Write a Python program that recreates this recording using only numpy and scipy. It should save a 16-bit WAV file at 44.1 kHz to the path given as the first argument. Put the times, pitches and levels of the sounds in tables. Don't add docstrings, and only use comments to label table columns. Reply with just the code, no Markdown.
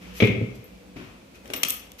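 import sys
import numpy as np
from scipy import signal
from scipy.fft import rfft, irfft
from scipy.io import wavfile

SR = 44100
rng = np.random.default_rng(int(sys.argv[2]) if len(sys.argv) > 2 else 0)


def store_pcm(level_fs):
    pcm = np.round(np.clip(level_fs, -1, 1) * 32767).astype(np.int16)
    wavfile.write(sys.argv[1], SR, np.atleast_2d(pcm).T)


N = 88200
T = np.arange(N) / SR
HZ = np.maximum(np.fft.rfftfreq(N, 1 / SR), 1)
TOWN_WIDE_HZ, ECHO_WIDE_HZ, CONTACT_WIDE_HZ = 756, 430, 1900

# frequency in Hz, t60 (time to fade 60 dB) in seconds.
STREET_DECAY = [(100, 0.51), (400, .68), (1000, 0.77), (2500, 0.59), (6000, 0.44), (13000, 0.29)]
# frequency in Hz, relative level in dB.
TRAFFIC_SPECTRUM = [(15, -53), (25, -54), (48, 1.5), (142, -15.5), (176, -7.5), (213, -6), (301, -12),
                    (415, -15), (515, -12), (769, -20), (1090, -25), (1910, -28.5), (2370, -22.5),
                    (2780, -28), (15000, -41)]
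# centre in Hz, width in Hz, level in
# dB before the fader.
DRONE_BANDS = [(57, 9.5, -64), (184.8, 7.5, -58.5), (295, 12, -67), (491, 24, -63)]
# time in seconds, gain in dB.
DRONE_FADER = [(0, 11), (.2, 7), (.6, 4.5), (.9, 3.5), (1.3, -12), (2, -7)]

# start in seconds, level in dB, rise and t60 in seconds.
FOOTFALLS = [(0.955, -39, 0.011, 0.25), (1.006, -50, 0.0066, 0.22), (1.327, -53, 0.0064, 0.4),
             (1.635, -38, 0.0025, 0.3)]
# frequency in Hz, relative level in dB.
SOLE_SPECTRUM = [(50, -10), (100, 0), (145, 4), (230, 4), (340, 3), (480, -9), (700, -10.5), (1100, -19),
                 (1500, -13.5), (5000, -57)]
# start in seconds, level in dB, rise and t60 in seconds, tilt in dB per octave.
GRIT_SCUFFS = [(0.0, -47, 0.025, 3.03, 1), (0.13, -40.5, 0.056, 0.15, 6.5),
               (0.245, -42.5, 0.0082, 0.067, 11), (0.543, -51, 0.014, 0.068, 7),
               (0.956, -42, 0.011, 0.77, -0.5), (1.335, -48.5, .02, 0.14, 2.5),
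               (1.44, -47.5, 0.069, 0.47, 0), (1.98, -40.5, 0.015, .1, 6.5)]
# frequency in Hz, relative level in dB.
SCUFF_SPECTRUM = [(200, 12.5), (700, -4), (1150, 2), (1600, -3), (2600, 2.5), (4000, -10), (6000, -12),
                  (9000, -24.5), (13000, -16), (15500, -50)]
# start in seconds, level in dB, rise and t60 in seconds.
HOUSING_DRAGS = [(1.424, -45, 0.037, 0.31), (1.5, -37, 0.0017, 0.16), (1.538, -36, 0.0051, 0.18)]
# frequency in Hz, relative level in dB.
HOUSING_SPECTRUM = [(60, -33), (180, -16), (240, -2), (310, 3), (400, -3), (480, -0.5), (620, -11),
                    (850, -14), (1400, -19), (5000, -30)]

# start in seconds, level in dB.
JINGLE_HITS = [(1.535, -33), (1.563, -29), (1.684, -29), (1.706, -28)]
# frequency in Hz, relative level in dB, t60 in seconds.
LOOSE_PART_MODES = [(13400, -7, .09), (13100, 2, 0.18), (13270, -8, 0.11), (13740, -9, .12),
                    (13800, -3, .19), (13700, -3, 0.18), (13850, -5, 0.11)]
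# start in seconds, level in dB, rise and t60 in seconds, tilt in dB per octave.
WRENCH_SKIDS = [(1.4563, -41.5, 0.00091, 0.02, -4), (1.476, -44, .001, 0.018, 4),
                (1.5009, -29.5, .001, 0.014, -6.5), (1.5344, -22, 0.0019, 0.052, -1.5),
                (1.558, -34.5, .003, 0.1, -3), (1.6317, -10, .0018, .025, 1),
                (1.6482, -23, 0.0016, 0.014, 0), (1.6832, -25.5, 0.0025, .022, 6),
                (1.6975, -21, 0.00082, 0.013, 6), (1.7035, -14.5, 0.00088, 0.022, 12),
                (1.722, -40.5, 0.0045, 0.048, -2.5), (1.9181, -35, .0005, 0.0075, 3.5)]
# frequency in Hz, relative level in dB.
SKID_SPECTRUM = [(100, -27), (350, -12), (800, -14), (1200, -5), (1560, -10.5), (2200, -1.5), (2800, 2.5),
                 (3500, -2.5), (4200, -7.5), (4900, -13), (5600, -2), (6200, -5.5), (7000, -10.5),
                 (8800, -10.5), (9700, -12), (11000, -8), (13500, -11), (15000, -41)]
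# frequency in Hz, relative level in dB, t60 in seconds.
TOOL_MODES = [(554, -21, 0.033), (1180, -25, 0.021), (2410, -32, 0.3), (2980, -41, .15), (2940, -26, 0.071),
              (3430, -17, 0.04), (3930, -25, .04), (5900, -29, 0.056), (6120, -26, 0.034), (8800, -40, .03)]

# start in seconds, ring and crack levels in dB, crack tilt in dB per octave.
BAR_HITS = [(0.2020, -14, -17, 1), (0.2222, -7, -14.5, -1.5), (0.2382, -4, -21.5, -1), (0.272, -11, -28, 1)]
# frequency in Hz, relative level in dB.
CRACK_SPECTRUM = [(100, -3), (550, 11.5), (850, -14.5), (1240, -5.5), (1500, -10), (1850, -7), (2300, 8.5),
                  (2800, -4), (3400, -4), (4500, -21), (6000, -19.5), (8000, -37), (14000, -36)]
# frequency in Hz, relative level in dB, t60 in seconds.
BAR_RIM_MODES = [(1916, -38, 0.11), (2072, -28, 0.11), (2137, -19.5, 0.11), (2178, -26, 0.23),
                 (2358, -16, 0.1), (2480, -24.5, 0.15), (2560, -30, .18), (2630, -23.5, 0.23),
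                 (2690, -30, 0.17), (2890, -30, 0.13), (3100, -48, 0.091), (3360, -31, 0.25)]
# frequency in Hz, level in dB, t60 in seconds.
RELEASE_MODES = [(12200, -49, 0.075), (12270, -47, .09)]

# time in seconds, level in dB, contact time in milliseconds.
TYRE_BLOWS = [(0.2034, -42, 0.84), (0.2226, 3, 0.71), (0.2322, -2.5, 0.5), (0.3017, -5, 1.2),
              (0.362, -11, 0.95), (0.4137, -9, 0.95), (0.482, -24, 2)]
# frequency in Hz, relative level in dB, t60 in seconds.
CASING_MODES = [(77, -22, 0.11), (111, -24.5, 0.14), (145, -26, 0.11), (189, -24.5, 0.34),
                (209.7, -27.5, 0.46), (232.3, -12.5, 0.096), (290.6, -17.5, 0.11), (319, -29, 0.36),
                (378.7, -23, 0.2), (409.3, -25.5, 0.3), (449, -18, 0.16), (498, -24, .18),
                (551.8, -33.5, 0.22), (690, -49, .12)]
# start in seconds, level in dB, pitch in Hz, rise and t60 in seconds.
SIDEWALL_BOUNCES = [(0.2214, -10, 118, 0.021, 0.1), (0.287, -21, 110.1, 0.017, 0.26),
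                    (0.366, -22, 111, 0.011, 0.28), (0.4133, -19, 120, 0.017, 0.097),
                    (0.478, -33.5, 123.6, 0.012, 0.27), (0.572, -36.5, 115.7, 0.019, 0.13)]


def amp(db):
    return 10 ** (np.asarray(db) / 20)


def along(points, hz):
    freqs, values = np.array(points, float).T
    return np.interp(np.log(hz), np.log(freqs), values)


def noise(gain, wide_hz=CONTACT_WIDE_HZ):
    mid, side = rfft(rng.standard_normal((2, N)))
    x = irfft(gain * (mid + side * np.array([[1], [-1]]) * HZ / np.hypot(HZ, wide_hz)), N)
    return x / x.std()


def colour(points, tilt_db=0):
    return amp(along(points, HZ) + tilt_db * np.log2(np.maximum(HZ, 500) / 500))


def swell(start, rise, t60):
    age = T - start
    return np.clip(age / rise, 0, 1) * np.exp(-np.log(1000) * np.maximum(age - rise, 0) / t60)


def ring(modes, start, scatter):
    age = np.maximum(T - start, 0)
    phases = scatter * rng.uniform(-np.pi, np.pi, (len(modes), 2, 1))
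    out = 0
    for (hz, db, t60), phase in zip(modes, phases):
        out += amp(db) * np.exp(-np.log(1000) * age / t60) * np.sin(2 * np.pi * hz * age + phase)
    return out * (T >= start)


def detuned(modes, share):
    return [(hz * (1 + share * rng.standard_normal()), db, t60) for hz, db, t60 in modes]


def pan(x, pan_db):
    return x * amp(np.array([[pan_db], [-pan_db]]) / 2)


def street(x, pan_db, echo_db):
    hiss, tail = rfft(noise(1, ECHO_WIDE_HZ)), 0
    for centre, t60 in STREET_DECAY:
        band = along([(hz, hz == centre) for hz, _ in STREET_DECAY], HZ)
        tail += irfft(hiss * band, N) * swell(start=0.011, rise=0.0027, t60=t60)
    tail /= np.sqrt(np.sum(tail ** 2) / 2)
    echo = signal.fftconvolve(x, tail, axes=1)[:, :N]
    return pan(x + amp(echo_db) * echo, pan_db)


def town():
    traffic = amp(-50.5) * noise(colour(TRAFFIC_SPECTRUM), TOWN_WIDE_HZ)
    drone = 0
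    for hz, width, db in DRONE_BANDS:
        resonance = 1 / (1 + (2 * (HZ - hz) / width) ** 2)
        drone += amp(db) * noise(resonance, TOWN_WIDE_HZ)
    fader = amp(np.interp(T, *np.array(DRONE_FADER).T))
    return pan(traffic + drone * fader, pan_db=-0.5)


def rumbles(spectrum, contacts):
    envelope = sum(amp(db) * swell(start, rise, t60) for start, db, rise, t60 in contacts)
    return noise(colour(spectrum)) * envelope


def paving():
    scuffs = 0
    for start, db, rise, t60, tilt_db in GRIT_SCUFFS:
        scuffs += amp(db) * noise(colour(SCUFF_SPECTRUM, tilt_db)) * swell(start, rise, t60)
    steps = rumbles(SOLE_SPECTRUM, FOOTFALLS)
    drags = rumbles(HOUSING_SPECTRUM, HOUSING_DRAGS)
    return street(scuffs + steps + drags, pan_db=3.5, echo_db=-5)


def jingle():
    knots = np.arange(0, T[-1] + 1, 1 / 70)
    flutter_db = np.interp(T, knots, rng.uniform(-6.4, 4, len(knots)))
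    shimmer = 0
    for start, db in JINGLE_HITS:
        shimmer += amp(db) * ring(detuned(LOOSE_PART_MODES, share=0.006), start, scatter=0.96)
    return street(shimmer * amp(flutter_db), pan_db=9.5, echo_db=-9.5)


def wrench():
    clinks = 0
    for start, db, rise, t60, tilt_db in WRENCH_SKIDS:
        skid = noise(colour(SKID_SPECTRUM, tilt_db)) * swell(start, rise, t60)
        modes = [(hz, level + tilt_db * np.log2(hz / 5000), fade) for hz, level, fade in TOOL_MODES]
        metal = amp(-2) * ring(modes, start + rise, scatter=0.84)
        clinks += amp(db) * (skid + metal)
    return street(clinks, pan_db=5, echo_db=-8)


def bar():
    ping = ring(RELEASE_MODES, start=0.642, scatter=0.56)
    clanks = 0
    for start, ring_db, crack_db, tilt_db in BAR_HITS:
        crack = noise(colour(CRACK_SPECTRUM, tilt_db)) * swell(start, rise=0.0013, t60=0.094)
        steel = ring(detuned(BAR_RIM_MODES, share=0.012), start, scatter=0.94)
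        clanks += amp(crack_db) * crack + amp(ring_db) * steel
    return street(clanks + ping, pan_db=4.5, echo_db=-6)


def sidewall():
    booms = 0
    for start, db, hz, rise, t60 in SIDEWALL_BOUNCES:
        phase = 2 * np.pi * hz * (T - start)
        tone = np.sin(phase) + amp(-9.5) * np.sin(2 * phase)
        booms += amp(db) * swell(start, rise, t60) * tone
    return booms


def tyre():
    blows = 0
    for time, db, contact_ms in TYRE_BLOWS:
        push = np.exp(-(2 * (T - time) * 1000 / contact_ms) ** 2)
        blows += amp(db) * push / push.sum()
    casing = ring(CASING_MODES, start=0, scatter=0.22)
    thuds = signal.fftconvolve(blows[None], casing, axes=1)[:, :N]
    radiation = signal.butter(2, 86.5, "high", fs=SR, output="sos")
    return street(signal.sosfilt(radiation, thuds), pan_db=0.5, echo_db=-7.5)


def scene():
    wheel = tyre() + sidewall() + bar()
    left, right = wrench() + jingle() + paving() + town()
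    lag_s = 0.2796e-3
    return wheel + np.array([np.interp(T - lag_s, T, left), right])


def record(dry):
    low_cut = signal.butter(4, 45.4, "high", fs=SR, output="sos")
    high_cut = signal.ellip(8, 0.2, 80, 15300, fs=SR, output="sos")
    return signal.sosfilt(high_cut, signal.sosfilt(low_cut, dry))


dry = scene()
out = record(dry)
store_pcm(out)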